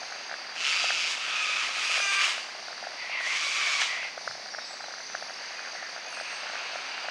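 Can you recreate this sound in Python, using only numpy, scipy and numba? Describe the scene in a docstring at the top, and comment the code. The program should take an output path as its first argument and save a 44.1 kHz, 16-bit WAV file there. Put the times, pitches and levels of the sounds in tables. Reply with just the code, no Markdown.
"""Cockatoos by a river

Cockatoos screech from dead trees beside a river: four long harsh screams, and a lower rasp from a second bird.
Each voice is a syrinx source shaped by throat resonances; a scream's tone is shaken into chaos, calms and breaks.
Frogs pop as pairs of brief damped modes, crickets trill in pulsed chirps, small birds whistle and chip in glides.
Far cries are single shaking partials; the far flock, the insect haze, the wash and a soft bump are coloured noise.
The trees return a short diffuse echo of the near birds and the trills."""
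import sys
import numpy as np
from scipy import signal
from scipy.fft import rfft, irfft, next_fast_len
from scipy.io import wavfile
from scipy.ndimage import uniform_filter1d
from numba import njit

SR = 44100
rng = np.random.default_rng(int(sys.argv[2]) if len(sys.argv) > 2 else 0)


def transcribe(signal):
    """Save signal, clipped to [-1, 1], as a 16-bit WAV file at the path in sys.argv[1]."""
    frames = np.atleast_2d(signal).T
    limited = np.clip(frames, -1, 1)
    pcm = np.round(limited * 32767).astype(np.int16)
    wavfile.write(sys.argv[1], SR, pcm)


N = 313110
T = np.arange(N) / SR  # time [s]

# spread of the throat and windpipe resonances, as a share of their frequency
THROAT_WANDER = 0.025

# spectral envelope of the throat: (frequency [Hz], gain [dB])
THROAT_SPECTRUM = [(60, -72), (350, -15.5), (780, -7.5), (1120, -1), (1550, 4.5), (2100, 2.5), (3100, 0),
                   (3900, -6), (4900, -9), (6600, -11), (7700, -19.5), (8400, -21.5), (10600, -33),
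                   (11700, -45), (12700, -44), (15000, -65)]
# rattle of each scream in turn: (beat rate [1/s], depth [1], level of the snaps in full chaos [dB])
SCREAM_RATTLES = [(164.9, 0.53, -1), (205.7, 0.35, -8), (189, 0.24, -5), (160.2, 0.26, -16)]
# beak resonance, which shifts as the beak opens and closes: (time [s], centre [Hz], gain [dB])
BEAK_RESONANCE = [(.62, 4260, -12), (.78, 4800, 6), (.92, 4730, 0), (1.06, 4880, 2), (1.13, 4750, -15),
                  (1.25, 3430, 3), (1.65, 3430, -10), (1.85, 4820, -3.5), (2, 4900, 0), (2.05, 6640, 12),
                  (2.15, 6500, -3), (2.28, 6810, -21), (3.2, 5804, 0), (3.85, 5950, -24)]
THROAT_RATIO = 2.047  # the main throat resonance sits by the second partial
WINDPIPE_HZ, WINDPIPE_DB = 3340, -11.5  # a narrow resonance above the main one of the throat
ROUGH_PITCH_HZ = 23.8  # full chaos is this much higher than a pure tone
BREAK_DROP_HZ = 131.14  # the pitch drops by this much as a scream breaks
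BREAK_THROAT_DB = -8  # the throat resonance weakens at the break
SHUDDER_DB = 1.1  # spread of the effort in full chaos


def screams(throat_db=-1.0, throat_width_hz=420.0, beak_width_hz=240.0, windpipe_width_hz=220.0):
    """Source-filter principle: a rattling syrinx excites the resonances of throat, windpipe and beak."""
    loud, treble_db, hiss_db, pitch, breaking = scream_controls()
    rough = roughness()
    surge_db, rise_hz = surges()
    beak_hz, beak_db = curves(BEAK_RESONANCE)

    pitch = pitch - ROUGH_PITCH_HZ * (1 - rough)
    throat_hz = (THROAT_RATIO * pitch + rise_hz) * (1 + THROAT_WANDER * walk(35))
    windpipe_hz = WINDPIPE_HZ * (1 + THROAT_WANDER * walk(20))

    starts = [row[0] for row in SCREAM_EVENTS]
    current = np.maximum(np.searchsorted(starts, T) - 1, 0)
    beat_hz, depth, snap_db = np.array(SCREAM_RATTLES)[current].T
    cycles = beats(beat_hz, jitter=0.15)
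    flow = 1 + np.sqrt(rough) * (rattle(cycles, depth) - 1)

    source = colour(syrinx(pitch - BREAK_DROP_HZ * breaking, rough) * flow, THROAT_SPECTRUM)
    ring_db = throat_db + BREAK_THROAT_DB * breaking
    throat_ring = undb(ring_db) * resonance(source, throat_hz, throat_width_hz)
    windpipe_ring = undb(WINDPIPE_DB) * resonance(source, windpipe_hz, windpipe_width_hz)
    beak_ring = undb(beak_db) * resonance(source, beak_hz, beak_width_hz)
    voice = steady(source + throat_ring + windpipe_ring + beak_ring)
    voice = voice + undb(snap_db) * rough * (1 - breaking) * snaps(cycles, throat_hz)

    # body and treble are levelled separately, so that each follows its own control
    body = below(voice, 3300)
    hiss = voice - below(voice, 8000)
    treble = voice - body + (undb(hiss_db) - 1) * hiss
    shudder = undb(SHUDDER_DB * rough * walk(60))
    return loud * shudder * (undb(surge_db) * steady(body) + undb(treble_db) * steady(treble))


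# partials of the syrinx tone: (multiple of the pitch [1], relative level [dB])
SYRINX_PARTIALS = [(1, 1), (2, 2.5), (3, -12), (4, -4.5), (5, -6.5), (7, -5.5)]


def syrinx(pitch, rough, thirds_db=2.0, air_db=6):
    """Nonlinear oscillation: chaos shakes the pitch amid rushing air; in calm it locks into a cycle of three."""
    shake = 0.115 * rough * walk(900) + 0.006 * walk(90)
    phase = 2 * np.pi * np.cumsum(pitch * (1 + shake)) / SR
    tone = unit(sum(undb(db) * np.sin(k * phase) for k, db in SYRINX_PARTIALS))
    # period tripling puts lines at every third of the pitch
    thirds = unit(sum(np.sin(k * phase / 3 + rng.uniform(0, 2 * np.pi)) for k in range(1, 8) if k % 3))
    air = noise() * (1 + 0.5 * np.cos(phase)) * (0.28 + 1.15 * rough)
    return tone + undb(thirds_db) * (1 - rough) ** 3 * thirds + undb(air_db) * air


# screams: (start [s], end [s], attack [s], opening level of the body [dB], closing level [dB],
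#   treble relative to these [dB], added treble at the break [dB], gain of the hiss above 8 kHz within
#   the treble [dB], opening pitch in full chaos [Hz], pitch sag [Hz/s])
SCREAM_EVENTS = [(0.535, 1.122, 0.18, -31.5, -37, 1.5, 3, -1, 1314, 169.5),
                 (1.092, 1.664, 0.58, -26.5, -34.5, -4, 0, 0, 1288, 99),
                 (1.645, 2.295, 0.28, -32, -32, -1.5, 0.5, 3.5, 1277, 160),
                 (3.18, 3.835, 0.2, -35, -34, -0.5, 2.5, -0.5, 1135, -54.5)]
RELEASE_S = 0.06  # a scream dies away in this time
BREAK_S = 0.034  # time scale of the break at the end of a scream
ONSET_TREBLE_DB, ONSET_S = -0.5, 0.1  # a scream starts duller and brightens over this time scale


def scream_controls():
    """Slow control of a fast oscillator: loudness, treble, hiss, pitch and break pass from scream to scream."""
    loud, state = np.zeros(N), np.zeros((4, N))
    for k, row in enumerate(SCREAM_EVENTS):
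        start, end, attack_s, open_db, close_db, treble_db, break_db, hiss_db, pitch_hz, sag_hz_per_s = row
        age = np.clip(T - start, 0, end - start)
        progress = age / (end - start)
        level_db = open_db + (close_db - open_db) * progress
        loud = np.hypot(loud, envelope(start, end, attack_s, RELEASE_S) * undb(level_db))
        breaking = np.exp(-((age - (end - start)) / BREAK_S) ** 2)
        bright_db = treble_db + ONSET_TREBLE_DB * np.exp(-age / ONSET_S) + break_db * breaking
        own = np.array([bright_db, np.full(N, hiss_db), pitch_hz - sag_hz_per_s * age, breaking])
        share = np.clip((T - start) / (2 * RELEASE_S), 0, 1) if k else 1
        state = state + share * (own - state)
    return loud, *state


# calm spells, when the syrinx falls out of chaos: (middle [s], half length [s], roughness left [0-1])
CALM_SPELLS = [(0.871, 0.15, 0.72), (1.437, 0.13, .42), (1.881, 0.027, 0.36), (2.061, 0.078, 0.08),
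               (2.175, 0.029, 0.16), (3.483, 0.0336, .42), (3.633, 0.04, 0.44), (3.773, 0.032, 0.31)]
FULL_ROUGH = 0.9  # roughness [0-1] outside the calm spells


def roughness():
    """Transition between regimes: chaos is the rule, and in each calm spell it eases for a while."""
    rough = np.full(N, FULL_ROUGH)
    for middle, half_s, left in CALM_SPELLS:
        rough = rough + (left - rough) * np.exp(-((T - middle) / half_s) ** 4)
    return np.clip(rough, 0.02, 1)


# surges of effort inside a scream, which widen the throat:
#   (middle [s], half length [s], added level of the body [dB], rise of the throat resonance [Hz])
EFFORT_SURGES = [(0.73, 0.057, 1, 0), (1.968, 0.04, 2, 78), (2.126, 0.023, 4, 148),
                 (2.209, 0.039, 4.5, 280), (2.285, 0.036, -1.5, 450), (3.63, 0.057, 4.5, 36),
                 (3.808, 0.028, 4, 124)]


def surges():
    """Effort and tract coupled: one push changes the level and shifts the throat resonance."""
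    added_db, rise_hz = 0, 0
    for middle, half_s, db, hz in EFFORT_SURGES:
        push = np.exp(-((T - middle) / half_s) ** 2)
        added_db = added_db + db * push
        rise_hz = rise_hz + hz * push
    return added_db, rise_hz


def beats(rate_hz, jitter):
    """Integrated frequency: the running count of the membranes' uneven beats."""
    return np.cumsum(rate_hz * (1 + jitter * walk(np.mean(rate_hz)))) / SR


def rattle(cycles, depth):
    """Amplitude modulation: each beat lets through a puff of air."""
    return steady(np.exp(depth * np.cos(2 * np.pi * cycles)))


def snaps(cycles, throat_hz, width_hz=800.0, upper_hz=4900.0, upper_width_hz=1100.0, upper_db=-3, scatter_db=0.5):
    """Impulse excitation: the membranes snap shut at each beat and ring two resonances of the throat."""
    pulses = -np.diff(np.floor(cycles), prepend=0) * undb(scatter_db * walk(200))
    lower = resonance(pulses, throat_hz, width_hz)
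    upper = resonance(pulses, np.full(N, upper_hz), upper_width_hz)
    ring = lower + undb(upper_db) * upper
    return steady(colour(ring, [(700, -9), (2200, 20), (5300, 0.0), (6500, -21), (12000, -43)]))


# rasps: (start [s], end [s], level [dB], opening buzz rate [Hz], closing buzz rate [Hz])
RASP_EVENTS = [(2.971, 3.071, -38, 284.3, 276.2), (3.09, 3.218, -32, 309.3, 275.3),
               (3.233, 3.355, -32.5, 272, 315.7), (3.868, 3.959, -33.5, 278.7, 291),
               (3.97, 4.063, -34.5, 286.3, 297)]
# spectral envelope of the second bird's throat: (frequency [Hz], gain [dB])
RASP_SPECTRUM = [(60, -92), (600, -24), (1050, -7.5), (1700, -18), (1920, -4.5), (2200, -11), (2500, -8),
                 (3300, -11), (6000, -30), (12000, -75)]
RASP_ATTACK_S, RASP_RELEASE_S = 0.048, 0.047
RASP_THROAT_RATIO = 7.22  # throat resonance as a multiple of the buzz rate


def rasps(air_db=10.0, ring_db=4, ring_width_hz=260.0):
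    """Source-filter principle: a gliding, uneven buzz in rushing air rings a narrow throat that follows it."""
    rate_points = []
    for start, end, _, open_hz, close_hz in RASP_EVENTS:
        rate_points += [(start, open_hz), (end, close_hz)]
    rate_hz, = curves(rate_points)
    cycles = beats(rate_hz, jitter=0.045)
    buzz = unit(sum(np.sin(2 * np.pi * (k * cycles + rng.uniform())) for k in range(7, 10)))
    source = colour((buzz + undb(air_db) * noise()) * rattle(cycles, depth=0.27), RASP_SPECTRUM)
    ring_hz = RASP_THROAT_RATIO * rate_hz * (1 + THROAT_WANDER * walk(35))
    voice = steady(source + undb(ring_db) * resonance(source, ring_hz, ring_width_hz))
    loud = sum(undb(db) * envelope(start, end, RASP_ATTACK_S, RASP_RELEASE_S)
               for start, end, db, _, _ in RASP_EVENTS)
    return voice * loud


# pops of the nearest frogs, to which near_db is added:
#   (time [s], relative peak of the low mode [dB], relative peak of the high mode [dB])
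NEAR_POPS = [(0.032, -34, -31), (0.124, -39, -27), (.296, -38, -30), (0.314, -31.5, -25), (.328, -35, -32),
             (0.341, -35.5, -25), (0.563, -35.5, -32), (0.844, -27, -42), (0.906, -29, -18.5),
             (1.98, -32, -27), (2.003, -31, -22), (2.381, -34.5, -28.5), (2.489, -39, -32),
             (2.552, -36, -41.5), (2.684, -36, -30.5), (2.729, -42, -29.5), (2.839, -39, -29.5),
             (2.872, -28.5, -31), (3.819, -33, -20), (4.031, -41, -32), (4.179, -29.5, -30),
             (4.277, -30.5, -19.5), (4.311, -38, -28.5), (4.548, -37, -25.5), (4.587, -33.5, -26),
             (4.808, -37, -30.5), (4.842, -35.5, -31), (4.939, -42, -29), (5.1, -42, -34),
             (5.151, -29, -20.5), (5.226, -30, -30), (5.297, -40, -32), (5.593, -54, -27),
             (5.651, -49, -35), (5.676, -39, -32), (5.765, -46, -41), (5.829, -34.5, -31),
             (5.964, -36, -31), (5.98, -36.5, -29), (6.07, -37, -41), (6.128, -42, -32), (6.177, -36, -31),
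             (6.187, -42, -32), (6.2, -42, -26), (6.213, -29.5, -36), (6.434, -36, -30), (6.468, -45, -28),
             (6.5, -36, -31), (6.536, -33.5, -34), (6.555, -34, -28), (6.623, -44, -44),
             (6.759, -29.5, -28), (6.787, -40, -31), (6.85, -48, -37), (6.979, -39, -28), (7.048, -38, -38),
             (7.086, -30, -23.5)]
LEAD_S = 0.008  # the centre of a pop lies this long after its first sample


def frogs(near_db=3.0, far_low_db=-43, far_high_db=-36.0, spread_db=4,
          bank_low_db=-40, bank_high_db=-34, bank_spread_db=3, count=330):
    """Superposed transients: near frogs pop singly, those along the bank at random, further ones patter."""
    out = np.zeros(N)
    last_s = N / SR - 2 * LEAD_S
    for s, low_db, high_db in NEAR_POPS:
        add(out, s - LEAD_S, pop(low_db + near_db, high_db + near_db))
    for s, (near, bright) in zip(rng.uniform(0, last_s, count), rng.uniform(-1.97, 1, (count, 2))):
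        low_db = far_low_db + spread_db * (near - bright)
        high_db = far_high_db + spread_db * (near + bright)
        add(out, s, pop(low_db, high_db))
    for when, tone in rng.uniform(0, 1, size=(45, 2)):
        bright_db = bank_spread_db * (2 * tone - 1)
        add(out, when * last_s, pop(bank_low_db - bright_db, bank_high_db + bright_db))
    return out


def pop(low_db, high_db, low_hz=700, high_hz=1560, low_s=0.0013, high_s=0.00057, lag_s=0.00092):
    """Two-mode transient: the low mode of the vocal sac swells first, the high mode snaps just after."""
    t = np.arange(SR // 50) / SR - LEAD_S
    size = 1 + 0.035 * rng.standard_normal()  # scales both mode frequencies
    turn = rng.uniform(0, 2 * np.pi)
    low = np.exp(-0.5 * ((t + lag_s) / low_s) ** 2) * np.sin(2 * np.pi * low_hz * size * t + turn)
    high = np.exp(-0.5 * ((t - lag_s) / high_s) ** 2) * np.sin(2 * np.pi * high_hz * size * t + turn)
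    return undb(low_db) * low + undb(high_db) * high


# cricket trills: (start [s], end [s], top pitch [Hz], pulse rate [Hz],
#   fall of pitch half a stroke away from the top [share of the pitch], typical level [dB])
CRICKET_TRILLS = [(.3, 7.4, 4870, 34.9, 0.1, -50), (2.3, 6.1, 9600, 34.3, 0.1, -84),
                  (0, 7.2, 4650, 41.6, 0, -57), (0, 0.47, 4900, 52.5, 0.1, -50.5),
                  (0, 0.32, 6420, 48.4, 0.04, -53.5), (4.84, 5.2, 6110, 47.5, .08, -52),
                  (5.06, 6.9, 6460, 46.8, 0.17, -54), (5.2, 5.4, 5380, 46.3, 0, -52.5)]
STROKE_TOP = 0.67  # share of a wing stroke at which its pitch peaks


def crickets():
    """Pulsed carrier with a frequency sweep: each wing stroke chirps up to a top pitch and curls over."""
    out = 0
    for start, end, hz, rate, arch, db in CRICKET_TRILLS:
        place = np.cumsum(rate * (1 + 0.05 * walk(25))) / SR % 1  # position within the stroke [0-1]
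        stroke = np.sin(np.pi * place) ** 2
        sweep = 1 - arch * (2 * (place - STROKE_TOP)) ** 2
        phase = 2 * np.pi * np.cumsum(hz * sweep + 55 * walk(700)) / SR
        loud = undb(db + 2 * walk(25)) * gate(start, end)
        out = out + loud * unit(stroke * np.sin(phase))
    return out


# clear notes of a songbird, linked into slurs:
#   (time [s], length [s], start pitch [Hz], end pitch [Hz], gain [dB])
SONG_NOTES = [(5.09, 0.079, 2400, 2900, -53), (5.56, 0.052, 2460, 2510, -46),
              (5.66, 0.049, 2507, 2425, -53.5), (6.04, 0.072, 2440, 2557, -47),
              (6.095, 0.094, 2910, 2540, -50), (6.145, 0.075, 2500, 2466, -45),
              (6.21, 0.071, 2520, 2640, -49), (6.925, 0.086, 2760, 2800, -43),
              (6.99, 0.063, 2770, 2860, -44)]
# thin chips of small birds: (time [s], length [s], start pitch [Hz], end pitch [Hz], gain [dB])
CHIP_NOTES = [(4.25, 0.075, 5050, 5200, -50), (4.57, 0.0895, 3900, 3600, -54),
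              (4.61, 0.16, 7800, 7600, -63), (4.8, .08, 4050, 4090, -53), (5.72, 0.073, 5550, 5700, -59),
              (5.16, 0.15, 10700, 10350, -73), (6.05, .14, 10000, 9650, -66.5),
              (6.1, 0.104, 8550, 8300, -60), (6.25, 0.13, 8700, 8000, -61.5), (6.555, .05, 4950, 5060, -57),
              (6.86, 0.019, 6250, 5730, -49)]


def small_birds(notes, waver):
    """Frequency modulation: thin sine glides that waver slightly under a rounded envelope."""
    out, wobble = np.zeros(N), 1 + waver * walk(400)
    for s, length, start_hz, end_hz, db in notes:
        n = int(length * SR)
        hz = np.linspace(start_hz, end_hz, n) * np.roll(wobble, -int(s * SR))[:n]
        swell = np.sqrt(2 * np.hanning(n))
        add(out, s, undb(db) * swell * np.sin(2 * np.pi * np.cumsum(hz) / SR))
    return out


# harsh cries of far birds: (start [s], end [s], opening pitch [Hz], closing pitch [Hz], level [dB])
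DISTANT_CRIES = [(4.49, 4.682, 5600, 5260, -46), (5.41, 5.687, 1980, 1918, -47),
                 (5.734, 5.871, 1860, 1792, -42.5), (6.233, 6.32, 2550, 2527, -44),
                 (6.289, 6.326, 1930, 1950, -40), (6.551, 6.699, 2624, 2495, -42.5)]
FAR_CRY_ATTACK_S, FAR_CRY_RELEASE_S = 0.029, 0.027


def far_cries(shake_hz=250):
    """Loss with distance: only the strongest, shaking partial of a cry carries."""
    out = 0
    for start, end, open_hz, close_hz, db in DISTANT_CRIES:
        hz = np.interp(T, (start, end), (open_hz, close_hz)) + shake_hz * walk(700)
        partial = unit(np.sin(2 * np.pi * np.cumsum(hz) / SR))
        out = out + undb(db) * envelope(start, end, FAR_CRY_ATTACK_S, FAR_CRY_RELEASE_S) * partial
    return out


# swell of the far flock: (time [s], level [dB])
FLOCK_LEVEL = [(0, -44.5), (2.2, -46.5), (3.2, -45), (4.3, -60), (5.4, -45), (5.9, -46), (6.55, -37.5),
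               (7.1, -38.5)]
# spectrum of the far flock: (frequency [Hz], gain [dB])
FLOCK_SPECTRUM = [(60, -69), (350, -12.5), (700, 1.5), (1100, 3), (2000, 1), (2700, 4), (3200, -1),
                  (4300, -3.5), (6000, -18), (8500, -23.5), (11000, -78)]


def flock():
    """Incoherent summation: far screams blur into noise with four restless tones, each flickering alone."""
    cries = 0
    for hz in (1700, 2100, 2600, 4400):
        restless_hz = hz * (1 + 0.06 * walk(6) + 0.11 * walk(800))
        cries = cries + undb(2 * walk(14)) * np.sin(2 * np.pi * np.cumsum(restless_hz) / SR)
    roar = unit(colour(noise() + undb(-10.5) * unit(cries), FLOCK_SPECTRUM))
    return roar * undb(curves(FLOCK_LEVEL)[0])


def bump(s=4.29, width_s=0.058, db=-62):
    """Band-limited noise burst: a soft low bump under a bell-shaped envelope."""
    low = unit(colour(noise(), [(50, -36), (110, -5.0), (170, -1.0), (350, -35), (1000, -67)]))
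    return low * undb(db) * np.exp(-0.5 * ((T - s) / width_s) ** 2)


# spectrum of river and distance: (frequency [Hz], gain [dB])
WASH_SPECTRUM = [(40, -52), (70, -33), (100, -23.5), (200, -12), (400, -8.5), (520, -6), (680, -2.5),
                 (900, -3.5), (1500, -4.5), (2100, -0.5), (2700, -6.5), (3400, -12), (5000, -42.5)]
# spectrum of the massed insects: (frequency [Hz], gain [dB])
INSECT_SPECTRUM = [(2500, -64), (3400, -3), (4100, 3.5), (4500, 8), (5000, 2.5), (5600, 3.5), (6250, 1),
                   (6900, -12), (7800, -20), (9400, -13.5), (10000, -57), (13000, -55), (14200, -33),
                   (15500, -52)]
WASH_DB, INSECTS_DB = -45.5, -45.5


def background():
    """Many sources merge into noise: the wash of river and distance under a haze of insects."""
    wash = unit(colour(noise(), WASH_SPECTRUM)) * undb(WASH_DB + 0.054 * walk(0.6))
    insects = unit(colour(noise(), INSECT_SPECTRUM)) * undb(INSECTS_DB + 0.93 * walk(13))
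    return wash + insects


def trees(x, t60, gap_s):
    """Diffuse scattering: trunks and the far bank return a short, exponentially decaying tail."""
    t = np.arange(SR) / SR
    tail = rng.standard_normal(SR) * undb(-60 * t / t60) * (1 - np.exp(-t / gap_s))
    return signal.fftconvolve(x, tail / np.sqrt(np.sum(tail ** 2)))[:N]


@njit
def resonance(x, hz, width):
    """Damped resonator: a state-variable band-pass whose centre moves."""
    y, band, low = np.empty(len(x)), 0., 0.
    for i in range(len(x)):
        g, k = np.tan(np.pi * hz[i] / SR), width / hz[i]
        v = (band + g * (x[i] - low)) / (1 + g * (g + k))
        band, low, y[i] = 2 * v - band, low + 2 * g * v, k * v
    return y


def colour(x, points):
    """Linear filtering: multiply the spectrum by a curve through (frequency [Hz], gain [dB]) points."""
    hz, db = np.transpose(points)
    size = next_fast_len(N)
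    f = np.maximum(np.arange(size // 2 + 1) * SR / size, 1)
    gain = undb(np.interp(np.log(f), np.log(hz), db))
    return irfft(rfft(x, size) * gain, size)[:N]


def below(x, hz):
    """Zero-phase filtering: a low-pass without delay."""
    return signal.sosfiltfilt(signal.butter(4, hz, fs=SR, output="sos"), x)


def envelope(start, end, attack_s, release_s):
    """Amplitude envelope: swell from the start, hold until the end, then die away."""
    rise = np.clip((T - start) / attack_s, 0, 1)
    fall = np.clip(1 - (T - end) / release_s, 0, 1)
    return np.sin(np.pi / 2 * rise) * fall


def gate(start, end):
    """Time window: one between two times, with 20 ms edges."""
    return np.clip((T - start) / 0.02 + 0.5, 0, 1) * np.clip((end - T) / 0.02 + 0.5, 0, 1)


def curves(rows):
    """Linear interpolation: the columns of a table, joined by straight lines in time."""
    s, *columns = np.transpose(rows)
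    return [np.interp(T, s, c) for c in columns]


def noise():
    """White noise: equal power at all frequencies."""
    return rng.standard_normal(N)


def walk(rate):
    """Slow random modulation: levels drawn at a rate per second, joined by straight lines; rms 1."""
    levels = rng.standard_normal(N // 16)
    return unit(np.interp(T * rate, np.arange(len(levels)), levels))


def undb(db):
    """Logarithmic level: decibels to amplitude gain."""
    return 10 ** (np.asarray(db) / 20)


def unit(x):
    """Power normalisation: scale to rms 1."""
    return x / np.sqrt(np.mean(x ** 2))


def steady(x):
    """Short-time normalisation: scale to rms 1 over every 50 ms, keeping the fast grain."""
    return x / np.sqrt(np.abs(uniform_filter1d(x ** 2, size=2205)) + 1e-12)


def add(out, s, x):
    """Superposition: mix a short sound in at a time in seconds."""
    i = int(np.clip(s * SR, 0, N - 1))
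    out[i:i + len(x)] += x[:N - i]


# level of the trees' echo of each source, relative to its direct sound [dB]
SCREAM_ECHO_DB, RASP_ECHO_DB, WHISTLE_ECHO_DB, CHIP_ECHO_DB, TRILL_ECHO_DB = -3, -8.5, -2.5, 4.5, -11


def scene():
    """Direct sound plus scattered sound: cockatoos in front, the riverside life around them."""
    screaming, rasping, trills = screams(), rasps(), crickets()
    whistles = small_birds(SONG_NOTES, waver=0.0044)
    chips = small_birds(CHIP_NOTES, waver=0.0118)
    scattered = (undb(SCREAM_ECHO_DB) * screaming + undb(RASP_ECHO_DB) * rasping
                 + undb(WHISTLE_ECHO_DB) * whistles + undb(CHIP_ECHO_DB) * chips
                 + undb(TRILL_ECHO_DB) * trills)
    echo = trees(scattered, t60=0.72, gap_s=0.00037)
    near = screaming + rasping + whistles + chips + trills + echo + frogs()
    far = flock() + far_cries() + background() + bump()
    return (near + far)[None]


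TOP_HZ = 15700  # upper edge of the pass band


def record(dry):
    """Band limiting: a steep elliptic low-pass cuts the top."""
    return signal.sosfilt(signal.ellip(12, 0.2, 70, TOP_HZ, fs=SR, output="sos"), dry)


dry = scene()
out = record(dry)
transcribe(out)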